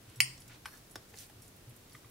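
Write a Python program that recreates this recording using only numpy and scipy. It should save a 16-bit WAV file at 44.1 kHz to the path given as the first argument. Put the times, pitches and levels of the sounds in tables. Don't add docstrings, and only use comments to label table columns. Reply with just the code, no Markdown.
import sys
import numpy as np
from scipy import signal
from scipy.io import wavfile

SR = 44100
rng = np.random.default_rng(int(sys.argv[2]) if len(sys.argv) > 2 else 0)


def volts_from_decibels(level):
    exponent = np.asarray(level, float) / 20
    return 10 ** exponent


def master_out(mix):
    frames = np.transpose(np.atleast_2d(mix))
    ceiling = np.clip(frames, -1, 1)
    pcm = np.round(ceiling * 32767).astype(np.int16)
    wavfile.write(sys.argv[1], SR, pcm)


N = 92610


def rms_one(x):
    return x / np.sqrt(np.mean(x ** 2) + 1e-20)


def at_hz(points, hz):
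    table_hz, values = np.array(points).T
    return np.interp(np.log(hz), np.log(table_hz), values)


def ring(push, hz, t60):
    radius = volts_from_decibels(-60 / (t60 * SR))
    angle = 2 * np.pi * hz / SR
    return signal.lfilter([0, np.sin(angle)], [1, -2 * radius * np.cos(angle), radius * radius], push + 1e-18)


def band(x, hz, octaves):
    edges = np.clip([hz * 2 ** (-octaves / 2), hz * 2 ** (octaves / 2)], 10, 0.45 * SR)
    return signal.sosfilt(signal.butter(2, edges, "band", fs=SR, output="sos"), x)


def add(out, start_s, sound, pan_db=0.0):
    first = int(start_s * SR)
    out[:, first:first + len(sound)] += volts_from_decibels([[pan_db / 2], [-pan_db / 2]]) * sound


# pitch_hz, likeness
LIKENESS_BY_HZ = [(30, 1), (125, 0.97), (290, 0.86), (640, 0.26), (1500, 0.12), (5000, 0.062),
                  (12000, 0.094)]


def noise_bands(gain_at):
    settle = 8000
    white = rng.standard_normal((2, 2, N + settle))
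    edges = 16 * 2 ** np.arange(0, 10.3, 0.5)
    out = 0
    for k, low in enumerate(edges[:-1]):
        hz = low * 2 ** 0.25
        mid, side = band(white[k % 2], hz, 0.5)[:, settle:]
        alike = np.clip(at_hz(LIKENESS_BY_HZ, hz), -1, 1)
        stereo = np.sqrt(1 + alike) * mid + np.sqrt(1 - alike) * side * [[1], [-1]]
        out = out + gain_at(hz) * stereo
    return out


# pitch_hz, level_db
HISS_SPECTRUM = [(20, -13), (42, -8), (62, -10), (100, -5), (170, -11.5), (330, -11.5), (800, -20.5),
                 (2000, -23)]


def hiss():
    level_db, tilt_db_per_octave = -57.5, -2.07
    top_hz = HISS_SPECTRUM[-1][0]

    def gain_at(hz):
        octaves_above = max(0, np.log2(hz / top_hz))
        return volts_from_decibels(at_hz(HISS_SPECTRUM, hz) + tilt_db_per_octave * octaves_above)

    return volts_from_decibels(level_db) * rms_one(noise_bands(gain_at))


# middle_s, half_length_s, level_db, centre_hz, width_octaves
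RUB_EVENTS = [
    (0.13, 0.079, -65.5, 1800, 2.3),
    (0.53, 0.047, -59.5, 1600, 3),
    (0.74, 0.058, -62, 7700, 3.8),
    (1.21, 0.041, -54, 4200, 2.24),
    (1.1, 0.013, -63.5, 7300, 1.8),
    (1.207, .04, -55.5, 11000, 1.1),
    (0.74, 0.025, -61, 1500, 0.55),
    (1.447, 0.036, -64.5, 6700, 1.75),
    (1.962, 0.044, -66, 6700, 1.1),
]


def rubs():
    grains_per_s = 4200
    t = np.arange(N) / SR
    out = np.zeros((2, N))
    for middle_s, half_s, db, hz, octaves in RUB_EVENTS:
        noise = rng.standard_normal((2, N))
        strength = volts_from_decibels(0.51 * np.minimum(rng.exponential(1, N), 3))
        slips = rng.random(N) < grains_per_s / SR
        grains = noise * (0.35 + strength * slips)
        grains = grains + 0.27 * grains.sum(axis=0)
        swell = np.exp(-((t - middle_s) / half_s) ** 2)
        out += volts_from_decibels(db) * rms_one(band(grains, hz, octaves)) * swell
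    return out


# start_s, level_db, pitch_hz, t60_s
THUMP_EVENTS = [(0.077, -36, 110.5, 0.076), (0.169, -36.5, 120.8, 0.25), (0.189, -48.5, 245, 0.16),
                (0.212, -42.5, 131.3, 0.66), (.29, -34, 127.7, 0.13), (0.459, -48.5, 121.4, 0.35),
                (0.528, -42, 129, 0.093), (.945, -51.5, 104, 0.25), (1.1, -56, 103.7, 0.91),
                (1.361, -43, 100.7, 0.14), (1.671, -33.5, 121, 0.14), (1.937, -39, 127.6, 0.13),
                (2.051, -40.5, 118, 0.11)]


def thumps():
    rise_s = 0.019
    out, t = np.zeros((2, N + SR)), np.arange(SR // 2) / SR
    for start_s, db, hz, t60 in THUMP_EVENTS:
        envelope = volts_from_decibels(db - 60 * t / t60) * (1 - np.exp(-t / rise_s))
        add(out, start_s, envelope * np.sin(2 * np.pi * hz * t))
    return out[:, :N]


# start_s, level_db, centre_hz,
# fall_s
TICK_EVENTS = [(0.098, -51.5, 8000, 0.0036), (0.204, -34, 11500, .003), (.2040, -25, 6300, .003),
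               (0.6568, -43.5, 10400, .003), (0.956, -44, 11000, .002), (0.378, -47, 5600, 0.0027),
               (.42, -48.5, 3960, 0.0015), (0.4791, -48, 7500, 0.0074), (0.479, -48, 12500, 0.0038),
               (.496, -51, 1780, 0.018), (0.516, -50, 2030, 0.0087), (0.543, -60, 3000, 0.0023),
               (.7502, -52, 6800, 0.0046), (.772, -52, 5500, .004), (.777, -52, 14000, .004),
               (.775, -52.5, 8800, .004), (.897, -55, 9000, 0.003), (1.157, -47, 6470, 0.0016),
               (1.173, -43, 4900, 0.0038), (1.1873, -34.5, 6000, 0.00047), (1.265, -50, 11000, 0.0042),
               (1.296, -54, 10000, 0.0049), (1.4791, -50, 7800, 0.0046), (1.4793, -53, 13200, 0.0025),
               (1.564, -53, 14000, 0.004), (1.707, -56.5, 2520, 0.0033), (1.764, -48.5, 10000, 0.0028),
               (1.897, -54, 4600, 0.0022), (1.897, -55, 10000, .002), (1.922, -50.5, 4500, 0.0025),
               (1.965, -51, 13500, 0.003), (2.098, -53, 10900, .003)]


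def ticks():
    out, t = np.zeros((2, N + SR)), np.arange(1500) / SR
    for start_s, db, hz, fall_s in TICK_EVENTS:
        burst = rng.standard_normal(len(t)) * np.exp(-t / fall_s)
        sound = band(burst, hz, octaves=0.83)
        add(out, start_s, volts_from_decibels(db) * sound / np.abs(sound).max(), pan_db=-6)
    return out[:, :N]


# start_s, level_db, free_ring_share
BEAT_EVENTS = [
    (0.1585, -48, .6),
    (0.402, -51, 0.9),
    (0.657, -58, .9),
    (0.9103, -49, 0.93),
    (1.165, -58, .6),
    (1.4203, -50, .7),
    (1.694, -55, .45),
    (1.93, -52, .45),
]
# delay_s, level_db
BEAT_CONTACTS = [
    (0, -5.5),
    (.0035, -8),
    (.009, -14),
    (.019, -17),
]
# pitch_hz, level_db, t60_s
MOVEMENT_MODES = [(4400, -18, 0.096), (5600, -9, 0.066), (6800, -13, .03), (7800, -9, 0.04),
                  (8400, -16, 0.046), (9100, -13, 0.048), (9800, -10, 0.12), (9500, -3, 0.05),
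                  (10400, -16, 0.04), (11070, -2.5, 0.083), (11500, -13, .05), (12300, -13, .03),
                  (13000, -10, .04)]


def escapement():
    grit_fall_s, grit_level, shade_db = 0.002, 0.13, 2.5
    out, t = np.zeros((2, N + SR)), np.arange(6000) / SR
    for start_s, beat_db, free in BEAT_EVENTS:
        for delay_s, contact_db in BEAT_CONTACTS:
            shades = rng.standard_normal(len(MOVEMENT_MODES))
            signs = rng.choice([-1, 1], len(MOVEMENT_MODES))
            grit = grit_level * rng.standard_normal(len(t)) * np.exp(-t / grit_fall_s)
            push = 0.5 * (t == 0) + grit
            rings = 0
            for (hz, mode_db, t60), shade, sign in zip(MOVEMENT_MODES, shades, signs):
                rings = rings + sign * volts_from_decibels(mode_db + shade_db * shade) * ring(push, hz, free * t60)
            crack = volts_from_decibels(21) * band(grit, 10000, octaves=1.3)
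            add(out, start_s + delay_s, volts_from_decibels(beat_db + contact_db) * (rings + crack), pan_db=0.6)
    return out[:, :N]


def struck(contacts, body, grit_s, grit, low_hz):
    out, t = np.zeros((2, N + SR)), np.arange(2048) / SR
    no_bass = signal.butter(6, low_hz, "high", fs=SR, output="sos")
    for start_s, db, pan_db in contacts:
        push = (t == 0) + grit * rng.standard_normal(len(t)) * np.exp(-t / grit_s)
        shades_db = rng.standard_normal(len(body))
        sound = 0
        for k, ((hz, width_hz, mode_db), shade_db) in enumerate(zip(body, shades_db)):
            t60 = np.log(1000) / np.pi / width_hz
            sound = sound + volts_from_decibels(mode_db + shade_db) * (-1) ** k * width_hz * ring(push, hz, t60)
        sound = signal.sosfilt(no_bass, sound)
        add(out, start_s, volts_from_decibels(db) * sound / np.abs(sound).max(), pan_db)
    return out[:, :N]


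def singing(modes, start_s):
    flutter_hz, flutter, rise_s = 89, 0.9, 0.00041
    t = np.maximum(np.arange(N) / SR - start_s, 0)
    low_pass = signal.butter(2, flutter_hz, fs=SR, output="sos")
    slow = flutter * rms_one(signal.sosfilt(low_pass, rng.standard_normal((len(modes), 2, N))))
    out = 0
    for (hz, db, t60, right), (swell, turn) in zip(modes, slow):
        envelope = volts_from_decibels(db - 60 * t / t60) * (1 - np.exp(-t / rise_s))
        phase = 2 * np.pi * hz * t
        line = (1 + swell) * np.sin(phase) + turn * np.cos(phase)
        out = out + envelope * [[1], [right]] * line
    return out


# start_s, level_db, left_over_right_db
LID_CONTACTS = [
    (0.2035, -11.5, -10),
    (0.2040, -11, 3),
    (0.2047, -8.5, -4.5),
    (0.2082, -33, -4),
]
# pitch_hz, width_hz, level_db
LID_BODY = [(1100, 180, -24), (1380, 300, -13.5), (1900, 290, -9), (2250, 271, 2), (3080, 208, 0.5),
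            (4500, 320, -1), (4900, 170, 1), (5420, 200, -6.5), (6800, 210, -6), (7580, 560, -7.5),
            (8760, 330, -6.5), (10000, 780, -17), (13200, 470, -13), (15400, 1500, -20)]
# pitch_hz, level_db, t60_s, right_share_of_left
LID_LINES = [(8640, -23.5, 0.099, -0.53), (8520, -47, 0.12, -1.9), (7980, -50, .2, -0.93),
             (5580, -41, .25, 0.33), (5260, -49, 0.28, .5), (5100, -44.5, 0.18, -1.1),
             (4780, -41, 0.23, .5), (4417, -50, .25, -0.11), (3080, -42.5, 0.2, 0.41),
             (3067, -54, 0.16, -0.25), (2060, -42, 0.086, -0.79)]


def lid():
    snap = struck(LID_CONTACTS, LID_BODY, grit_s=0.0009, grit=0.14, low_hz=917)
    gap_hz, gap_octaves = 3790, 0.2
    edges = gap_hz * 2 ** (np.array([-0.5, 0.5]) * gap_octaves)
    snap = signal.sosfilt(signal.butter(2, edges, "stop", fs=SR, output="sos"), snap)
    return snap + singing(LID_LINES, start_s=0.2062)


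# start_s, level_db, left_over_right_db
KNOCK_CONTACTS = [
    (0.6490, -48, 0.85),
    (0.6565, -29.5, 0.5),
    (0.6597, -36.5, 1),
    (0.6720, -49, 0.72),
    (0.6780, -48, 0.72),
    (0.6840, -46, 1),
    (.6905, -53, 1),
]
# pitch_hz, width_hz, level_db
KNOCK_BODY = [(1005, 220, 9), (1575, 190, 12.5), (2430, 170, 11.5), (3640, 770, -1), (4200, 620, -3),
              (5200, 250, 4), (7950, 2300, -11.5), (9500, 1300, -13), (11500, 1500, -17),
              (12360, 1300, -17)]


def table_knock():
    return struck(KNOCK_CONTACTS, KNOCK_BODY, grit_s=0.0027, grit=0.33, low_hz=735)


# pitch_hz, level_db, t60_s, right_share_of_left
CASE_LINES = [(4330, -63.5, 0.53, 1), (5700, -62.5, 0.38, 0.58), (9000, -65.5, 0.42, .9),
              (9560, -67, 0.25, 0.77), (10800, -67, 0.31, .9), (11400, -66, .4, .9), (13110, -69, .3, .9)]


def case_ring():
    return singing(CASE_LINES, start_s=0.658)


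# start_s, level_db, left_over_right_db
SHUT_CONTACTS = [
    (0.9564, -47, .1),
    (0.9569, -30, .1),
    (0.9595, -38, .1),
    (0.9608, -39, .1),
    (0.9630, -46, 0.1),
    (0.9800, -49, .1),
]
# pitch_hz, width_hz, level_db
SHUT_BODY = [(296, 140, 4), (580, 300, 3), (980, 450, 2), (1730, 530, -1), (3200, 470, -0.5),
             (5340, 570, 2), (8500, 820, -7.5), (10000, 1100, -12), (12500, 2000, -19), (15400, 1300, -21)]


def case_shut():
    return struck(SHUT_CONTACTS, SHUT_BODY, grit_s=0.0019, grit=0.16, low_hz=168)


# start_s, level_db, left_over_right_db
SOFT_CONTACTS = [
    (1.1380, -47, .1),
    (1.1420, -42.5, .1),
    (1.2985, -48.5, 0.11),
]
# pitch_hz, width_hz, level_db
SOFT_BODY = [(480, 150, -0.5), (796, 96, 4.5), (1900, 670, -5.5), (6000, 4800, -19)]


def soft_knocks():
    return struck(SOFT_CONTACTS, SOFT_BODY, grit_s=0.0026, grit=0.15, low_hz=350)


# start_s, level_db, left_over_right_db
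CROWN_CONTACTS = [
    (1.9470, -46, -.4),
    (1.9500, -41, -.4),
    (2.0445, -48.5, -0.48),
]
# pitch_hz, width_hz, level_db
CROWN_BODY = [(1120, 210, 1), (1530, 200, -6), (1770, 160, -0.5), (2170, 320, 2.5), (2720, 220, -11),
              (3170, 300, -3), (4050, 260, -8)]


def crown_taps():
    return struck(CROWN_CONTACTS, CROWN_BODY, grit_s=0.0023, grit=0.82, low_hz=880)


# pitch_hz, t60_s
ROOM_DECAY = [(500, 1), (2000, 0.3), (5000, 0.44), (9000, 0.44), (15000, 0.39)]


def room(x):
    level_db, gap_s, early_db, early_s = -7, 0.0027, 19, 0.01
    t = np.arange(N) / SR

    def gain_at(hz):
        decay_db = -60 * t / at_hz(ROOM_DECAY, hz)
        return volts_from_decibels(decay_db + early_db * np.exp(-t / early_s)) * (t > gap_s)

    tail = noise_bands(gain_at)
    tail = tail / np.sqrt(np.mean(np.sum(tail ** 2, axis=1)))
    source = x[1][None]
    return volts_from_decibels(level_db) * signal.fftconvolve(source, tail, axes=1)[:, :N]


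def scene():
    watch = lid() + table_knock() + case_shut() + crown_taps() + soft_knocks() + case_ring() + escapement()
    hands = ticks() + rubs()
    near = watch + hands
    background = hiss()
    return near + room(near) + thumps() + background


def band_limit(x):
    return signal.sosfilt(signal.butter(12, 16660, fs=SR, output="sos"), x)


def record(dry):
    low_pass = signal.cheby2(18, 30, 15950, fs=SR, output="sos")
    mix = signal.sosfiltfilt(low_pass, dry)
    return band_limit(mix)


dry = scene()
out = record(dry)
master_out(out)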